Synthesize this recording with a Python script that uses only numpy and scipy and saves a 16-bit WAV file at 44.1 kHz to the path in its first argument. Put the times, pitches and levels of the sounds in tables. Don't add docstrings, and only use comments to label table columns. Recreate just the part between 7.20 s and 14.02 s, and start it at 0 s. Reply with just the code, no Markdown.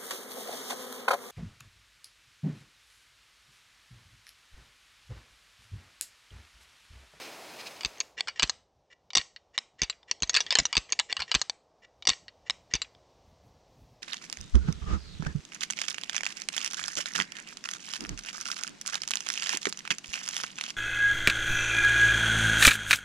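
import sys
import numpy as np
from scipy import signal
from scipy.fft import rfft, irfft, next_fast_len
from scipy.io import wavfile
from scipy.ndimage import uniform_filter1d, minimum_filter1d

SR = 44100
rng = np.random.default_rng(int(sys.argv[2]) if len(sys.argv) > 2 else 0)


def to_wav(s):
    ch = np.atleast_2d(s).T
    pcm = np.round(np.clip(ch, -1, 1) * 32767)
    wavfile.write(sys.argv[1], SR, pcm.astype(np.int16))


N = 300762


def undb(db):
    return 10 ** (np.asarray(db) / 20)


def curve(rows):
    time_s, *columns = np.transpose(rows)
    return [np.interp(np.arange(N) / SR, time_s, column) for column in columns]


def colour(x, points):
    size = next_fast_len(x.shape[-1])
    pitch_hz, level_db = np.transpose(points)
    bins_hz = np.arange(size // 2 + 1) * SR / size
    gain = undb(np.interp(np.log(bins_hz + 1), np.log(pitch_hz), level_db))
    return irfft(rfft(x, size) * gain, size)[..., :x.shape[-1]]


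def noise(points):
    x = colour(rng.standard_normal(N), points)
    return x / x.std()


def walk(rate_hz):
    hold = int(SR / rate_hz)
    steps = np.repeat(rng.standard_normal(N // hold + 1), hold)
    return 0.32 * uniform_filter1d(steps, hold)[:N]


def ring(pitch_hz, gains, t60_s, t):
    pitch_hz = np.c_[pitch_hz]
    decay = 1000. ** (-t / (t60_s * (3500 / pitch_hz) ** 0.14))
    return gains @ (np.sin(2 * np.pi * pitch_hz * t) * decay)


# start_s, end_s
HEARD_ONCE = [(0, 3.5), (3.75, 3.82), (3.96, 3.99), (4.015, 4.035), (4.28, 4.4)]


def hearing(start_s):
    return int(not any(a <= start_s < b for a, b in HEARD_ONCE))


# start_s, level_db, first_ring_hz, second_ring_hz, third_ring_hz, chatter_t60_ms (8 at least)
ANTLER_BLOWS = [(2.832, -51.5, 3560, 880, 5220, 16), (2.9125, -12, 5750, 2684, 4600, 32),
                (3.0033, -45, 6470, 3330, 4316, 20), (3.0228, -15, 6600, 3194, 4510, 22),
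                (3.0325, -13, 4170, 6030, 3410, 35), (3.0746, -40, 6350, 4650, 3120, 23),
                (3.0951, -13.5, 6510, 4540, 3410, 39), (3.133, -31, 5700, 3810, 2524, 24),
                (3.1428, -12, 4630, 5270, 6090, 23), (3.1499, -11, 3540, 4225, 5290, 52),
                (3.1536, -17, 3480, 1890, 5100, 25), (3.1642, -5, 4580, 1760, 2830, 77),
                (3.1709, -9, 4470, 1670, 2574, 20), (3.1861, -27.5, 2150, 1350, 4450, 46),
                (3.2051, -14, 5880, 3770, 4960, 54), (3.2649, -27, 3310, 1837, 4620, 48),
                (3.3061, -11, 3510, 4330, 5100, 43), (3.3178, -20, 3580, 2515, 960, 20),
                (3.325, -13, 1980, 5120, 994, 49), (3.3535, -1, 4237, 3083, 1760, 43),
                (3.3706, -20, 2840, 1103, 1995, 80), (3.387, -4, 7090, 5605, 4060, 45),
                (3.3996, -13.5, 5030, 3570, 2000, 25), (3.4331, -40.5, 5950, 4040, 6770, 35),
                (3.4538, -10.5, 5920, 4040, 6600, 28), (3.465, -29, 5890, 4606, 3964, 20),
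                (3.528, -14, 2297, 4580, 1260, 62), (3.5534, -16, 4730, 3494, 925, 25),
                (3.568, -3.5, 4740, 2200, 3690, 42), (3.578, -14.5, 6255, 4486, 5640, 12),
                (3.6932, -37.5, 2280, 3180, 1066, 19), (3.702, -40.5, 6310, 4414, 5850, 15),
                (3.7227, -9.5, 6486, 4433, 5910, 33), (3.7298, -20.5, 2390, 4765, 1743, 23),
                (3.7907, -11.5, 4640, 2750, 1954, 34), (3.7976, -8.5, 3900, 3575, 1730, 42),
                (3.9062, -38.5, 2620, 860, 4634, 40), (3.9173, -31.5, 2067, 940, 4260, 47),
                (3.9266, -12.5, 4505, 3550, 2326, 13), (3.9675, -18, 2900, 1874, 4350, 47),
                (3.9933, -27, 1530, 3290, 2338, 72), (4.002, -21, 2354, 4530, 1300, 73),
                (4.0056, -21, 5340, 2260, 4370, 16), (4.02, -18, 4320, 2830, 3650, 60),
                (4.0963, -45, 3093, 1452, 2410, 26), (4.1117, -36.5, 970, 2670, 2040, 40),
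                (4.1156, -9.5, 2936, 4785, 2415, 44), (4.143, -13, 2564, 4516, 1754, 62),
                (4.1496, -5, 3694, 2370, 6100, 25), (4.1554, -13.5, 4175, 3155, 1744, 40),
                (4.1947, -36.5, 4145, 6045, 6560, 16), (4.2156, -10, 4224, 6083, 6730, 27),
                (4.2969, -15.5, 4540, 3550, 5930, 22), (4.8239, -33.5, 3770, 2297, 2760, 36),
                (4.8527, -29, 4670, 5690, 2990, 28), (4.8714, -8, 5706, 4800, 2800, 32),
                (4.8743, -4.5, 4977, 5680, 3494, 23), (4.888, -14, 3475, 5550, 5070, 56),
                (4.8924, -2, 3703, 2852, 5578, 4.3), (4.9007, -9, 4407, 2930, 3648, 27),
                (4.9122, -27.5, 3910, 4510, 2430, 25), (4.9329, -31.5, 4400, 2816, 2385, 27),
                (5.0817, -33.5, 2000, 4400, 2780, 45), (5.298, -11, 3735, 2937, 2010, 14),
                (5.306, -18, 5160, 4070, 1880, 17), (5.5375, -11.5, 6260, 4910, 5360, 23),
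                (5.5453, -22.5, 3570, 2370, 4740, 82), (5.5529, -18.5, 5950, 2740, 4710, 29),
                (5.562, -28.5, 4560, 2700, 4000, 30), (5.6178, -17.5, 3990, 7420, 2840, 42),
                (5.646, -41.5, 2400, 3350, 1660, 37), (5.7496, -48.5, 3430, 960, 5200, 14)]
# pitch_hz, level_db
BONE_MODES = [(480, -6.5), (770, -3.5), (1040, 0.5), (1320, -4), (1730, -1), (1950, -1), (2300, 1),
              (2780, 4), (3290, -2), (3710, 0), (4230, -1), (4690, 0), (5250, -4.5), (5750, -10),
              (6600, -13), (7350, -17.5), (8100, -14.5)]
RING_GAINS_DB = (17, 13, 11)
TINE_RISE_S, TINE_T60_S = .0005, .0105
BONE_T60_S = .014, .005


def blows():
    out, t = np.zeros((2, 2, N + SR)), np.arange(SR // 16) / SR
    mode_hz, mode_db = np.transpose(BONE_MODES)
    tine_share = np.c_[[1, .15]]
    for start_s, level_db, *rings_hz, chatter_t60_ms in ANTLER_BLOWS:
        sign, level_scatter, pitch_scatter = rng.standard_normal((3, len(mode_hz)))
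        tick_sign, tick_chance, contact = rng.standard_normal((3, len(t)))

        apart = np.abs(mode_hz / np.c_[rings_hz] - 1).min(0) > .08
        gains = apart * np.sign(sign) * undb(mode_db + 3.8 * level_scatter)
        scattered_hz = mode_hz * (1 + 0.041 * pitch_scatter)
        bone = [ring(scattered_hz, gains, t60_s, t) for t60_s in BONE_T60_S]
        tines = ring(rings_hz, undb(RING_GAINS_DB), TINE_T60_S, t) * (1 - np.exp(-t / TINE_RISE_S))

        ticks = 0.27 * np.sign(tick_sign) * (tick_chance > 1.4)
        fall = 1000. ** (-1000 * t / max(chatter_t60_ms, 8))
        chatter = ticks * fall * (1 - np.exp(-t / 0.00058))
        chatter[0] = 1
        blow = signal.fftconvolve(bone + tine_share * tines, chatter[None])

        click = np.diff(contact * np.exp(-t / 0.0012))
        blow[:, 1:len(t)] += undb(18.0 + 0.42 * level_db) * click

        onset_rms = blow[:, :SR // 400].std(1, keepdims=True)
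        at = int(start_s * SR)
        out[hearing(start_s), :, at:at + blow.shape[1]] += blow * undb(level_db) / (2.064 * onset_rms)
    return out[..., :N]


# end_s, level_db
TINE_RUBS = [(2.92, -49.5), (3.1, -60), (3.16, -49), (3.31, -50), (3.532, -56), (3.73, -49.5), (3.934, -39),
             (4.118, -47.5), (4.195, -51), (4.667, -57), (4.95, -40), (3.785, -56.5), (5.299, -50.5),
             (5.548, -48)]
RUB_LENGTH_S, RUB_T60_S = .05, .021
SLIPS_PER_S = 1800


def grind():
    slip_size = rng.standard_normal(N) * undb(1.8 * rng.exponential(size=N))
    slips = (rng.random(N) < SLIPS_PER_S / SR) * slip_size
    mode_hz, mode_db = np.transpose(BONE_MODES)
    gains = undb(0.5 * mode_db - mode_hz / 800) * rng.standard_normal(len(mode_hz))
    response = ring(mode_hz, gains, RUB_T60_S, np.arange(SR // 20) / SR)
    rub = signal.fftconvolve(slips, response)[:N]

    pressure = np.zeros((2, N))
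    for end_s, level_db in TINE_RUBS:
        start_s = end_s - RUB_LENGTH_S
        at, count = int(start_s * SR), int(RUB_LENGTH_S * SR)
        pressure[hearing(start_s), at:at + count] += undb(level_db) * np.hanning(count)
    return rub / rub.std() * uniform_filter1d(pressure, SR // 200)


# start_s, level_db
LOW_THUMPS = [(3.021, -36), (3.387, -36.5), (3.568, -33.5), (4.148, -34), (5.5382, -35.5)]
THUMP_S = .0115


def thumps():
    steps = np.zeros((2, N))
    for start_s, level_db in LOW_THUMPS:
        row, at, end = steps[hearing(start_s)], int(start_s * SR), int((start_s + THUMP_S) * SR)
        row[at:at + 60] += 0.74 * undb(level_db)
        row[at + 60:end] -= 2.2 * undb(level_db)
        row[end - 70:end] -= 0.95 * undb(level_db)
    return signal.sosfilt(signal.butter(3, [42., 500.], "band", fs=SR, output="sos"), steps)


# start_s, length_s, pitch_hz, level_db
GRIP_SHIFTS = [(3.397, .04, 160, -48), (3.961, 0.1, 56, -56), (4.86, 0.076, 80.4, -47.5),
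               (4.874, 0.034, 359, -41)]


def grip():
    out = np.zeros((2, N))
    for start_s, length_s, pitch_hz, level_db in GRIP_SHIFTS:
        resonance = signal.iirpeak(pitch_hz, 1.5, SR)
        low = signal.lfilter(*resonance, rng.standard_normal(SR // 4))[-int(length_s * SR):]
        low = low * np.hanning(len(low))
        at = int(start_s * SR)
        out[hearing(start_s), at:at + len(low)] = undb(level_db) * low / low.std()
    return colour(out, [(350, 0), (600, -31.0)])


NEAR_T60_S, NEAR_DB, WASH_RISE_S = 0.19, -13.5, 0.039
FAR_S, FAR_DB = 0.125, -32


def trunks(x):
    t = np.arange(SR // 2) / SR
    near_fall = undb(NEAR_DB) * 1000. ** (-t / NEAR_T60_S) / np.sqrt(NEAR_T60_S)
    far_fall = undb(FAR_DB) * np.exp(-(t / FAR_S) ** 2)
    wash = colour(rng.standard_normal(len(t)), [(300, -1), (1500, -8.5), (4000, -8.5), (8000, -12.0)])
    wash = wash / wash.std() * (near_fall + far_fall) * (1 - np.exp(-t / WASH_RISE_S))
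    wash = wash * np.sqrt(2 * np.log(1000) / SR)
    return signal.fftconvolve(x, wash[None])[:, :N]


# pitch_hz, level_db (per Hz)
HUSH_COLOUR = [(35, -60), (60, -19.5), (330, -3.5), (698, -0.5), (1780, -8.5), (2410, -10), (6000, -15),
               (16000, -26)]
# pitch_hz, width_hz, level_db
SWISH_BANDS = [(2430, 490, 6.5), (4200, 660, 2.5), (5100, 130, 6.5), (6300, 270, -1)]
# centre_s, half_length_s, level_db
SWISH_STROKES = [(0.039, 0.047, -47.5), (0.403, 0.02, -48.5), (0.472, 0.011, -40)]
HUSH_DB, HUSH_EXTRA_DB, HUSH_SETTLES_S, SWISH_DB = -47.5, 3.5, 0.045, -54


def cloth():
    t = np.arange(N) / SR
    swish = np.zeros(N)
    for pitch_hz, width_hz, level_db in SWISH_BANDS:
        band = signal.iirpeak(pitch_hz, pitch_hz / width_hz, SR)
        swish += undb(level_db) * signal.lfilter(*band, rng.standard_normal(N))
    strokes = undb(SWISH_DB)
    for centre_s, half_length_s, level_db in SWISH_STROKES:
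        strokes = strokes + undb(level_db) * np.exp(-((t - centre_s) / half_length_s) ** 2)
    flutter = undb(6.2 * walk(124.3))
    hush = undb(HUSH_DB + HUSH_EXTRA_DB * np.exp(-t / HUSH_SETTLES_S)) * noise(HUSH_COLOUR)
    return hush + strokes * flutter * swish / swish.std()


# time_s, drone_db, hiss_db, rumble_db
AIR_LEVELS = [(0, -64, -84, -95.5), (1.3, -66, -73, -67), (1.45, -74.5, -84, -77),
              (2.8, -69.5, -80.5, -78.5), (3.1, -61.5, -81, -70.5), (4.35, -69, -81.5, -76),
              (5.5, -65.5, -73.5, -67), (6.82, -66.5, -73, -65)]
# pitch_hz, level_db (per Hz)
DRONE_COLOUR = [(150, -30.5), (280, -9), (510, -0.5), (720, -0.5), (1100, -9), (1700, -24), (3000, -64)]
# pitch_hz, level_db (per Hz)
HISS_COLOUR = [(500, -31), (1700, 0), (5800, 1), (9000, -15), (11500, -74)]
# pitch_hz, level_db (per Hz)
RUMBLE_COLOUR = [(18, -34), (30, -11.5), (59, 1.5), (130, -4), (300, -12.5), (600, -44.5)]


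def air():
    drone_db, hiss_db, rumble_db = curve(AIR_LEVELS)
    drone = noise(DRONE_COLOUR) * undb(drone_db + 1.7 * walk(4))
    hiss = noise(HISS_COLOUR) * undb(hiss_db)
    rumble = noise(RUMBLE_COLOUR) * undb(rumble_db + 8.9 * walk(17))
    return drone + hiss + rumble


# pitch_hz, level_db
RATTLE_COLOUR = [(100, -13.5), (6500, 5), (8000, -2), (9200, -20.5), (10000, -40), (16000, -56)]
EARLIER_S = 2.91959
CROSSFADE_S = 0.47, 0.98


def scene():
    near, around = np.swapaxes(blows(), 0, 1) + grind()
    single, twice = colour(near + trunks(around), RATTLE_COLOUR) + thumps() + grip()
    lead = int(EARLIER_S * SR)
    first_hearing = np.append(twice[lead:], np.zeros(lead))
    fade = np.interp(np.arange(N) / SR, CROSSFADE_S, [0, 1])
    rattle = single + twice + first_hearing * fade
    mono = rattle + air() + cloth() * (1 - fade) ** 1.09
    return np.tile(mono, (2, 1))


LIMIT_DB, LIMIT_RATIO, TOP_HZ = -8, 2., 15900


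def record(dry):
    reach = SR // 400
    peaks = -minimum_filter1d(-np.abs(dry), reach)
    envelope = uniform_filter1d(peaks, reach)
    gain = np.maximum(envelope / undb(LIMIT_DB), 1) ** (1 / LIMIT_RATIO - 1)
    return signal.sosfilt(signal.ellip(10, .2, 70, TOP_HZ, fs=SR, output="sos"), dry * gain)


dry = scene()
out = record(dry)
to_wav(out)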